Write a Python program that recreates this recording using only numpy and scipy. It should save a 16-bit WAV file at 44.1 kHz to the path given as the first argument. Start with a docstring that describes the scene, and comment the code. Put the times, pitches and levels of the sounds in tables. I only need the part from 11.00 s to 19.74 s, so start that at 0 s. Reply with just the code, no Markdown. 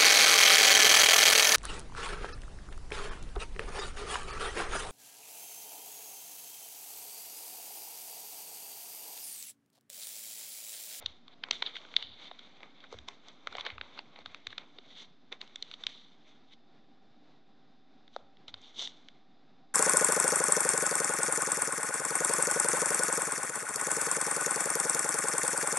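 """Kitchen worktop, one small microphone with a strong presence peak; a quiet hum lies under everything.
First hands peel stiff foil off a block of butter: noise-burst creases snap, showers of grains rustle.
The board thuds on its cloth in two low modes; after five seconds the handling thins to a lull.
Just after seven seconds a knife knocks the board, a few short decaying sines, and scrapes a slice away.
Snaps and knock also come back from the walls as a short tail of dull noise."""
import sys
import numpy as np
from scipy import signal
from scipy.fft import rfft, irfft
from scipy.io import wavfile

SR = 44100
rng = np.random.default_rng(int(sys.argv[2]) if len(sys.argv) > 2 else 0)


def file_out(sig):
    """Save sig as 16-bit WAV at sys.argv[1]."""
    # one column per channel
    cols = np.atleast_2d(sig).T
    # limit, then scale
    lim = np.clip(cols, -1, 1)
    pcm = np.round(lim * 32767).astype(np.int16)
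    wavfile.write(sys.argv[1], SR, pcm)


N = 385434
SECONDS = np.arange(N) / SR


def from_db(db):
    """Turn decibels into an amplitude factor."""
    return 10 ** (np.asarray(db) / 20)


def rms_one(x):
    """Scale a signal to an RMS of 1."""
    return x / np.sqrt(np.mean(x ** 2) + 1e-20)


def band(x, low, high):
    """Butterworth band-pass with steep skirts, edges in Hz."""
    return signal.sosfilt(signal.butter(4, [low, high], "band", fs=SR, output="sos"), x)


def resonance(x, hz, width):
    """Two-pole resonance with gain 1 on top; centre and width in Hz."""
    r = np.exp(-np.pi * width / SR)
    top_gain = (1 - r * r) / 2
    return signal.lfilter([top_gain, 0, -top_gain], [1, -2 * r * np.cos(2 * np.pi * hz / SR), r * r], x)


def ring(t, hz, t60):
    """A sine that starts at t = 0 and decays by 60 dB in t60 seconds."""
    t = np.maximum(t, 0)
    return from_db(-60 * t / t60) * np.sin(2 * np.pi * hz * t)


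def drift(rate):
    """Slow random wander of RMS 1: noise through two equal poles at rate Hz."""
    step = 40   # samples between the slow points
    r = np.exp(-2 * np.pi * step * rate / SR)
    noise = rng.standard_normal(N // step + 2002)
    slow = signal.lfilter([1], [1, -2 * r, r * r], noise)[2000:]   # skip the filter's start
    return np.interp(np.arange(N) / step, np.arange(len(slow)), rms_one(slow))


def follow(points):
    """Straight lines through (seconds, dB) points, read at every sample."""
    return np.interp(SECONDS, *np.transpose(points))


# Air of the quiet kitchen. Each row: frequency in Hz, relative spectral level in dB.
AIR_SPECTRUM = [(18, -53.5), (30, -18), (81, -26), (152, -8.5), (297, -5), (333, -13), (383, -10.5),
                (506, -18), (767, -12.5), (841, -20), (1340, -21), (1500, -22.5), (3010, -29),
                (3880, -24.5), (7590, -45), (9870, -74), (16700, -120)]
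# Narrow bands under the air: appliance hum at 254 and 777 Hz, a broader band near 3.6 kHz where the
# microphone's presence peak colours the background, and a faint band near 4.9 kHz. Each row: centre in Hz,
# width of each of two passes in Hz, RMS level in dB before any swell.
NARROW_BANDS = [(254, 66, -75), (777.3, 44, -81.5), (3605, 350, -81), (4930, 220, -90.5)]
# The second hum comes forward. Each row: time in seconds, change of level in dB.
SECOND_HUM_SWELL = [(0, -4.5), (4.799, -12), (5.302, 4), (8.74, 6.5)]
AIR_DB = -66


def kitchen_noise():
    """Air noise shaped by its spectrum and gently wavering, with narrow bands of appliance hum and a broader
    band at the microphone's presence peak."""
    hz = np.fft.rfftfreq(N, 1 / SR)
    points_hz, points_db = np.transpose(AIR_SPECTRUM)
    shape = from_db(np.interp(np.log(hz + 1), np.log(points_hz), points_db))
    air = rms_one(irfft(rfft(rng.standard_normal(N)) * shape, N))
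    air = from_db(AIR_DB + 1.3 * drift(5.8)) * air
    hums = []
    for centre_hz, width, level_db in NARROW_BANDS:
        once = resonance(rng.standard_normal(N), centre_hz, width)
        hums.append(from_db(level_db) * rms_one(resonance(once, centre_hz, width)))
    hums[1] = hums[1] * from_db(follow(SECOND_HUM_SWELL))
    return air + sum(hums)


ECHO_START_S, ECHO_T60_S, ECHO_DB = .018, 0.44, -32


def walls(x):
    """Reflections arrive after a short gap and die as dull noise."""
    t = np.arange(SR // 2) / SR
    fade_in = np.clip((t - ECHO_START_S) / 0.011, 0, 1)
    tail = rng.standard_normal(len(t)) * from_db(-60 * t / ECHO_T60_S) * fade_in
    tail = signal.lfilter([.45], [1, -.55], tail)   # the walls dull the treble
    tail = tail / np.sqrt(np.sum(tail ** 2))   # total energy 1
    return signal.fftconvolve(x, from_db(ECHO_DB) * tail)[:N]


# Board rocking on its cloth. 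Each row: time in seconds, push on the lower mode in dB,
# push on the upper mode in dB against the lower.
BOARD_PUSHES = [(0.028, -54.5, -2), (0.064, -52, -4), (0.505, -72, 10), (0.945, -73, 7), (1.032, -65, 5),
                (1.088, -63, 4.5), (1.937, -54, 3.5), (1.983, -50.5, -6), (2.479, -66, 4),
                (2.569, -61.5, -1), (2.717, -52, 1), (2.772, -51, -14), (3.191, -65, -13),
                (3.259, -66.5, 6), (3.464, -68.5, 12.5), (4.849, -71, 8), (7.21, -67.5, -7),
                (7.475, -67, -1), (7.526, -65.5, 8), (7.851, -68, 0)]
# What the worktop rings with, lower mode first. Each row: frequency in Hz, T60 in seconds.
WORKTOP_MODES = [(72, 0.21), (96, 0.22)]


def thuds():
    """The board rocks on its cloth: soft low pushes set two worktop modes beating."""
    s, lower_db, upper_db = np.transpose(BOARD_PUSHES)
    t, out = np.arange(SR) / SR, 0
    for (hz, t60), level_db in zip(WORKTOP_MODES, [lower_db, lower_db + upper_db]):
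        pushes = np.zeros(N)
        pushes[np.round(s * SR).astype(int)] = from_db(level_db)
        out = out + signal.fftconvolve(pushes, ring(t, hz, t60))[:N]
    return band(out, 52, 125)


# Wooden board under the blade. Each row: frequency in Hz, starting level in dB against KNOCK_DB, T60 in seconds.
BOARD_MODES = [(560, -6.5, 0.022), (750, 8, 0.0077), (1270, -2.5, 0.011), (3700, -2, .005)]
KNOCK_S, KNOCK_DB = 7.1635, -29   # the blade reaches the board; level before the band-pass


def knock():
    """Steel on wood through butter and foil: a short dull ring of the board's modes."""
    t = SECONDS - KNOCK_S
    rings = sum(from_db(KNOCK_DB + level_db) * ring(t, hz, t60) for hz, level_db, t60 in BOARD_MODES)
    return band(rings, 486, 6700)


# Body, middle, presence and fizz bands of the foil. Each row: low edge in Hz, high edge in Hz.
FOIL_BANDS_HZ = [(350, 1400), (1400, 2800), (2800, 4600), (4600, 7500)]
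# Resonances of sheet and microphone, one list per band. Each row: centre in Hz, width in Hz, gain in dB.
SHEET_RESONANCES = [
    [],
    [(2170, 300, -2)],
    [(3230, 300, -6.5), (3577, 340, 5.5), (3880, 350, -12.5)],
    [(4800, 450, -2), (5850, 700, 3.5), (6250, 500, -12)],
]
# Thin top of every crack and grain. In order: low edge in Hz, high edge in Hz.
AIRY_HZ = (7600, 9700)
AIRY_DB = -14   # gain of the thin top, beside the fizz


def voiced(x, k, plain):
    """Band k of the foil: part plain, part through the resonances that lie in it."""
    inside = band(x, *FOIL_BANDS_HZ[k])
    resonant = sum(from_db(gain_db) * resonance(inside, hz, width) for hz, width, gain_db in SHEET_RESONANCES[k])
    sound = plain * inside + resonant
    if k == 3:
        sound = sound + from_db(AIRY_DB) * band(x, *AIRY_HZ)
    return sound


# Presence band leaning brighter or duller as the sheet changes shape. 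Each row: time in seconds,
# dB added above the split and taken away below it.
PRESENCE_LEAN = [(0, 0), (.85, -1.5), (1.0, 2.5), (1.3, 2.5), (1.6, 0), (2.6, 0), (3.9, -1.5), (4.9, 2),
                 (5.2, -1.5), (5.55, -4), (7, 0), (8.74, 2)]
LEAN_SPLIT_HZ = 3100


def lean(x):
    """Raise the part above the split and lower the part below it, or the reverse."""
    upper = signal.sosfilt(signal.butter(2, LEAN_SPLIT_HZ, "high", fs=SR, output="sos"), x)
    lower = signal.sosfilt(signal.butter(2, LEAN_SPLIT_HZ, "low", fs=SR, output="sos"), x)
    gain = from_db(follow(PRESENCE_LEAN))
    return lower / gain - upper * gain   # the two are opposite in phase at the split


# Faint creeping of the sheet between rubs. Each row: time in seconds, level in dB before the band shares.
SHEET_CREEP = [(0, -62.5), (.24, -77.5), (.43, -71.5), (.8, -59), (.93, -59), (1.3, -73), (1.7, -77.5),
               (2.4, -67.5), (3.0, -67.5), (3.4, -75), (3.86, -65), (4.06, -71), (4.16, -81.5), (4.4, -74),
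               (4.55, -67), (5.1, -73.5), (5.65, -93.5), (7.03, -89), (7.18, -74), (7.45, -96),
               (7.55, -64.5), (8.1, -69), (8.3, -85.5), (8.74, -95)]
# Band shares of the creep, in dB: low, middle, presence, fizz.
CREEP_BAND_SHARES = [-4, -7.5, -1.5, -15.5]
# Single rubs of fingers, foil and blade. Each row: time the top is reached in seconds, presence level in dB,
# rise over 20 dB in seconds, hold in seconds, fall over 20 dB in seconds,
# depth (low band against presence) in dB, fizz against presence in dB.
HAND_AND_BLADE_RUBS = [(0.017, -59.5, .03, .001, 0.15, 3, -18), (0.095, -58, .3, .001, 0.14, -24, -15.5),
                       (.335, -63.5, 0.094, .001, 0.016, -1, -19), (0.435, -65, 0.015, 0.0009, 0.3, 8, -12),
                       (0.525, -47, 0.0098, 0.028, 0.13, -13.5, -13.5),
                       (0.664, -33.5, 0.008, 0.0036, 0.017, -32, -33),
                       (0.672, -45, 0.083, 0.0087, 0.064, -8, -21),
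                       (.766, -40.5, 0.029, .001, 0.04, -19, -19.5),
                       (0.987, -44, 0.047, .001, 0.086, -12, -23), (1.039, -52, .03, .05, .19, -24, -35),
                       (1.22, -50.5, 0.077, 0.063, 0.025, -9.5, -18.5),
                       (1.452, -61, 0.67, .001, 0.47, -5, -15), (1.64, -64, 0.1, 0.0011, 0.099, 5, -14),
                       (1.829, -60.5, 0.14, 0.023, 0.051, -2.5, -18),
                       (1.927, -59, 0.05, .001, 0.14, -1.5, -7.5),
                       (2.083, -56, 0.01, 0.0009, 0.084, 3.5, -6),
                       (2.285, -57.5, 0.077, 0.0011, 0.076, -2, -12),
                       (2.54, -68.5, 0.21, 0.042, 0.11, 11.5, -4), (2.608, -50, .13, .001, 0.04, -1.5, -17),
                       (2.656, -46.5, .03, .001, .11, 1, -20), (2.833, -65.5, .07, 0.046, .1, 3.5, -20),
                       (2.989, -53, 0.12, .001, 0.038, -3.5, -15.5),
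                       (3.215, -62, 0.19, 0.0011, 0.033, 2, -14), (3.255, -62, 0.017, 0.11, .12, -4, -16),
                       (3.522, -58, 0.16, .001, 0.073, -6, -15),
                       (3.598, -58, 0.055, .001, 0.092, -0.5, -17),
                       (3.915, -57, 0.11, .001, 0.19, -14, -18),
                       (3.972, -50.5, 0.047, 0.055, 0.046, -15.5, -14.5),
                       (4.321, -51.5, 0.0061, .001, 0.04, 4, -12),
                       (4.411, -56.5, 0.012, .001, 0.12, -3, -11.5),
                       (4.739, -57.5, .35, .001, 0.032, -8.5, -13),
                       (4.812, -59.5, 0.087, 0.034, .1, -4, -11),
                       (4.891, -50.5, 0.037, .001, 0.24, -16.5, -14.5),
                       (5.281, -64, 0.1, .001, 0.18, -5.5, -13),
                       (5.533, -58, 0.065, .001, 0.021, -12.5, -15.5),
                       (7.141, -61.5, 0.033, 0.0008, 0.079, -14, -11),
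                       (7.486, -48.5, .011, .001, 0.023, -7, -11.5),
                       (7.638, -58, 0.092, 0.039, .09, -20, -13),
                       (7.794, -39, 0.044, 0.049, 0.054, -17.5, -9),
                       (7.895, -59, 0.044, .001, 0.23, -15, -11)]
MIDDLE_DB, MIDDLE_FOLLOWS = -1, 0.66   # the middle band of a rub takes part of its depth
BLADE_FROM_S, BLADE_MIDDLE_DB = 7, -4   # steel slides with a hollower middle than foil


def handling():
    """Level of each band in time: the creep, and on it the power of every rub's rise, hold and fall."""
    t = np.arange(0, N, 32) / SR
    creep_db = np.interp(t, *np.transpose(SHEET_CREEP))
    power = from_db(creep_db + np.array(CREEP_BAND_SHARES)[:, None]) ** 2
    for s, level_db, rise, hold, fall, depth_db, fizz_db in HAND_AND_BLADE_RUBS:
        before, after = (s - t) / rise, (t - s - hold) / fall
        below_db = 20 * np.maximum(before, after).clip(0, 6)
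        middle_db = MIDDLE_DB + MIDDLE_FOLLOWS * depth_db + BLADE_MIDDLE_DB * (s > BLADE_FROM_S)
        shares_db = np.array([depth_db, middle_db, 0, fizz_db])
        power += from_db(level_db - below_db + shares_db[:, None]) ** 2
    return [np.interp(SECONDS, t, np.sqrt(p)) for p in power]


# Unresonant part of the rustle as a plain factor: low, middle, presence, fizz.
RUSTLE_PLAIN_SHARES = [.5, .3, .13, .45]
GRAINS_PER_S, GRAIN_SPREAD_DB = 6000, 2.0   # in each band; mean excess of a grain's size


def rustle():
    """Thousands of small uneven creases a second, in clumps, under the movement of hands and blade."""
    out, level, clumps = np.zeros(N), handling(), drift(28)
    for k in range(4):
        born = rng.random(N) < GRAINS_PER_S / SR
        sizes = from_db(GRAIN_SPREAD_DB * np.minimum(rng.exponential(1, N), 5))
        signs = rng.choice([-1, 1], N)
        unevenness = from_db(0.91 * clumps + 1.3 * drift(34))   # shared clumps, then this band's own
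        sound = voiced(born * sizes * signs * unevenness, k, RUSTLE_PLAIN_SHARES[k])
        if k == 2:
            sound = lean(sound)
        out += level[k] * rms_one(sound)
    return out


# Creases flipping and knife ticks. Each row: start in seconds, peak in dB before the microphone,
# panel pitch in Hz, panel share in dB, body share in dB, fizz share in dB, length scale of the burst in seconds.
CREASE_SNAPS = [(0.023, -41, 606, -6, -14, -21, 0.0012), (0.059, -17.5, 1420, -38, -29, -26, 0.0015),
                (0.279, -38, 1150, -17, -19, -27, 0.001), (0.436, -20.5, 1500, -19, -9, -34.5, 0.0012),
                (0.485, -38.5, 1010, -4, -10, -20, 0.0009), (0.509, -13, 1500, -21, -15.5, -14.5, 0.00098),
                (0.531, -30, 1500, -32, -18, -22, 0.00056), (0.622, -15, 996, -17, -15, -31.5, 0.0012),
                (0.754, -30.5, 1310, -18, -6, -29, 0.0013), (0.765, -30.5, 1500, -25, -9, -26, 0.0013),
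                (0.814, -44, 1160, -18, -9.5, -18, 0.0009), (0.849, -39.5, 1450, -10, -11, -29, 0.00094),
                (0.886, -46, 1140, -11, -13, -32, 0.0011), (0.939, -29, 1470, -15, -7, -34, 0.00061),
                (0.964, -6.5, 1430, -60, -23, -33.5, 0.00078), (1.024, -26, 1130, -28, -19, -30.5, 0.001),
                (1.312, -31, 727, -3.5, -12, -43, 0.0013), (1.389, -37, 1490, -22, -20, -24, 0.0019),
                (1.604, -45, 810, -11, -13, -24, 0.0009), (1.63, -36, 907, -12.5, -5, -27, 0.00086),
                (1.803, -44, 689, -27, -21, -33, 0.00078), (1.838, -41, 1470, -5, -12, -29, 0.0015),
                (1.925, -33.5, 472, 1, -22.5, -8.5, 0.00093), (1.94, -38, 464, 3, -17, -25, 0.0011),
                (1.986, -35, 1400, -25, -18, -18, 0.0011), (2.084, -25, 1010, -17.5, -13, -13, 0.00099),
                (2.283, -39, 1110, -19, -27, -12, 0.0011), (2.471, -22, 1340, -6.5, -7.5, -20.5, 0.00057),
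                (2.524, -34, 1470, -8, -16, -22, 0.0013), (2.551, -26, 735, -8, -11, -29, 0.00077),
                (2.567, -32, 864, -8, -16, -11, 0.0012), (2.582, -26, 1040, -5.5, -7, -46, 0.0009),
                (2.595, -32, 1350, -21, -16, -38, 0.0022), (2.608, -25.5, 956, -36, -19, -27, 0.001),
                (2.65, -33, 1250, -16, -17, -28, 0.0009), (2.67, -34, 1500, -10, -15, -33, 0.00098),
                (2.662, -23.5, 493, -17, -5, -24, 0.0019), (2.701, -30, 1210, -17, -2, -33, 0.0009),
                (2.78, -29.5, 1220, -5.5, -4.5, -47, 0.00081), (2.811, -23.5, 1490, -14, -8, -40, 0.00088),
                (2.976, -37.5, 1500, -4, -9, -28, 0.00076), (2.989, -28, 842, -13.5, -10.5, -39, 0.0011),
                (3.158, -39.5, 1140, -15, -8, -38, 0.0016), (3.188, -35.5, 452, -6, -17, -23, 0.00087),
                (3.258, -27.5, 1370, -16, -22, -31, 0.0012), (3.345, -26.5, 1480, -14.5, -8, -23, 0.0008),
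                (3.468, -23, 1390, -20, -11, -18, 0.001), (3.503, -38.5, 1210, -19, -22, -31, 0.0012),
                (3.526, -33, 1420, -12.5, -6, -33, 0.0016), (3.579, -25, 1350, -19, -15.5, -24.5, 0.0012),
                (3.784, -35.5, 401, -20.5, -18, -38.5, 0.0014),
                (4.324, -26.5, 471, -22.5, -15, -26, 0.0011), (4.413, -27.5, 1420, -33, -18.5, -29, 0.0009),
                (4.475, -44, 762, -16, -14, -14.5, 0.0013), (4.557, -27, 624, -30.5, -18.5, -15, 0.0009),
                (4.624, -24, 468, -40, -25, -20.5, 0.00083), (4.713, -31.5, 1500, -22, -20, -28, 0.00042),
                (4.737, -32.5, 1290, -26, -19, -35, 0.0013), (4.836, -27, 1500, -25.5, -26, -29, 0.00098),
                (4.866, -15, 1010, -32.5, -21, -24, 0.001), (5.535, -48, 778, -25, -14, -24, 0.0009),
                (7.077, -45.5, 759, -21, -16, -27.5, 0.0013), (7.369, -47.5, 711, -23, -15.5, -32, 0.00076),
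                (7.48, -32, 1230, -25, -23, -25, 0.001), (7.54, -27, 1470, -23, -29, -32.5, 0.001),
                (7.614, -48, 649, -18, -21, -8, 0.0017), (7.82, -30.5, 770, -14, -34, -12, 0.0013),
                (7.873, -27, 773, -31, -19.5, -22, 0.0008),
                (8.085, -34.5, 756, -32.5, -16.5, -22.5, 0.00059)]
# Unresonant part of a snap as a plain factor: panel, body, presence, fizz.
SNAP_PLAIN_SHARES = [.5, .45, .4, .4]
PRESENCE_SHARE_DB = -8   # alike in every snap
PANEL_Q = 5.3   # panel pitch over width


def snaps():
    """A crease lets go in tiny cracks that swell and die in milliseconds; the flat panel beside it rings."""
    lead, length_samples = 256, 1024
    out = np.zeros(N + length_samples)
    t = np.arange(-lead, length_samples - lead) / SR
    for s, peak_db, panel_hz, panel_db, body_db, fizz_db, length in CREASE_SNAPS:
        late = t / length - 1.6   # the burst is strongest 1.6 lengths after its start
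        swell = np.exp(-np.abs(late) ** (4 / 3))
        afterglow = 0.057 * (late > 0) * np.exp(-t / 0.0076)
        burst = rng.standard_normal(length_samples) * (swell + afterglow)
        parts = [voiced(burst, k, SNAP_PLAIN_SHARES[k]) for k in range(4)]
        panel_ring = rms_one(resonance(parts[0], panel_hz, panel_hz / PANEL_Q))
        parts[0] = 0.38 * parts[0] / np.abs(parts[0]).max() + panel_ring / 8
        shares_db = [panel_db, body_db, PRESENCE_SHARE_DB, fizz_db]
        snap = sum(from_db(share) * part / np.abs(part).max() for share, part in zip(shares_db, parts))
        at = round(s * SR)
        out[at:at + length_samples] += from_db(peak_db) * snap / np.abs(snap).max()
    return out[lead:N + lead]


KNOCK_WET_DB = 8   # the board throws more into the room than the thin foil
SIDE_DB = -39.5   # gain of the left-right difference


def scene():
    """Foil, knife and board in the kitchen, all but the same in both channels."""
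    creases, blade = snaps(), knock()
    room = walls(creases + from_db(KNOCK_WET_DB) * band(blade, 400, 1500))
    mid = kitchen_noise() + room + thuds() + blade + rustle() + creases
    smear = rng.standard_normal(300) / np.sqrt(300)   # the faint left-right difference is a blurred copy
    side = from_db(SIDE_DB) * band(signal.fftconvolve(mid, smear)[:N], 170, 9000)
    return np.array([mid + side, mid - side])


OFFSET = .0014   # of full scale
CUTOFF_HZ = 9900   # 30 dB down from here up


def record(dry):
    """The treble rolls off, the converter adds a small offset, the top is cut."""
    dull = signal.sosfilt(signal.butter(3, 7000, fs=SR, output="sos"), dry)
    return signal.sosfilt(signal.cheby2(12, 30, CUTOFF_HZ, fs=SR, output="sos"), dull + OFFSET)


dry = scene()
out = record(dry)
file_out(out)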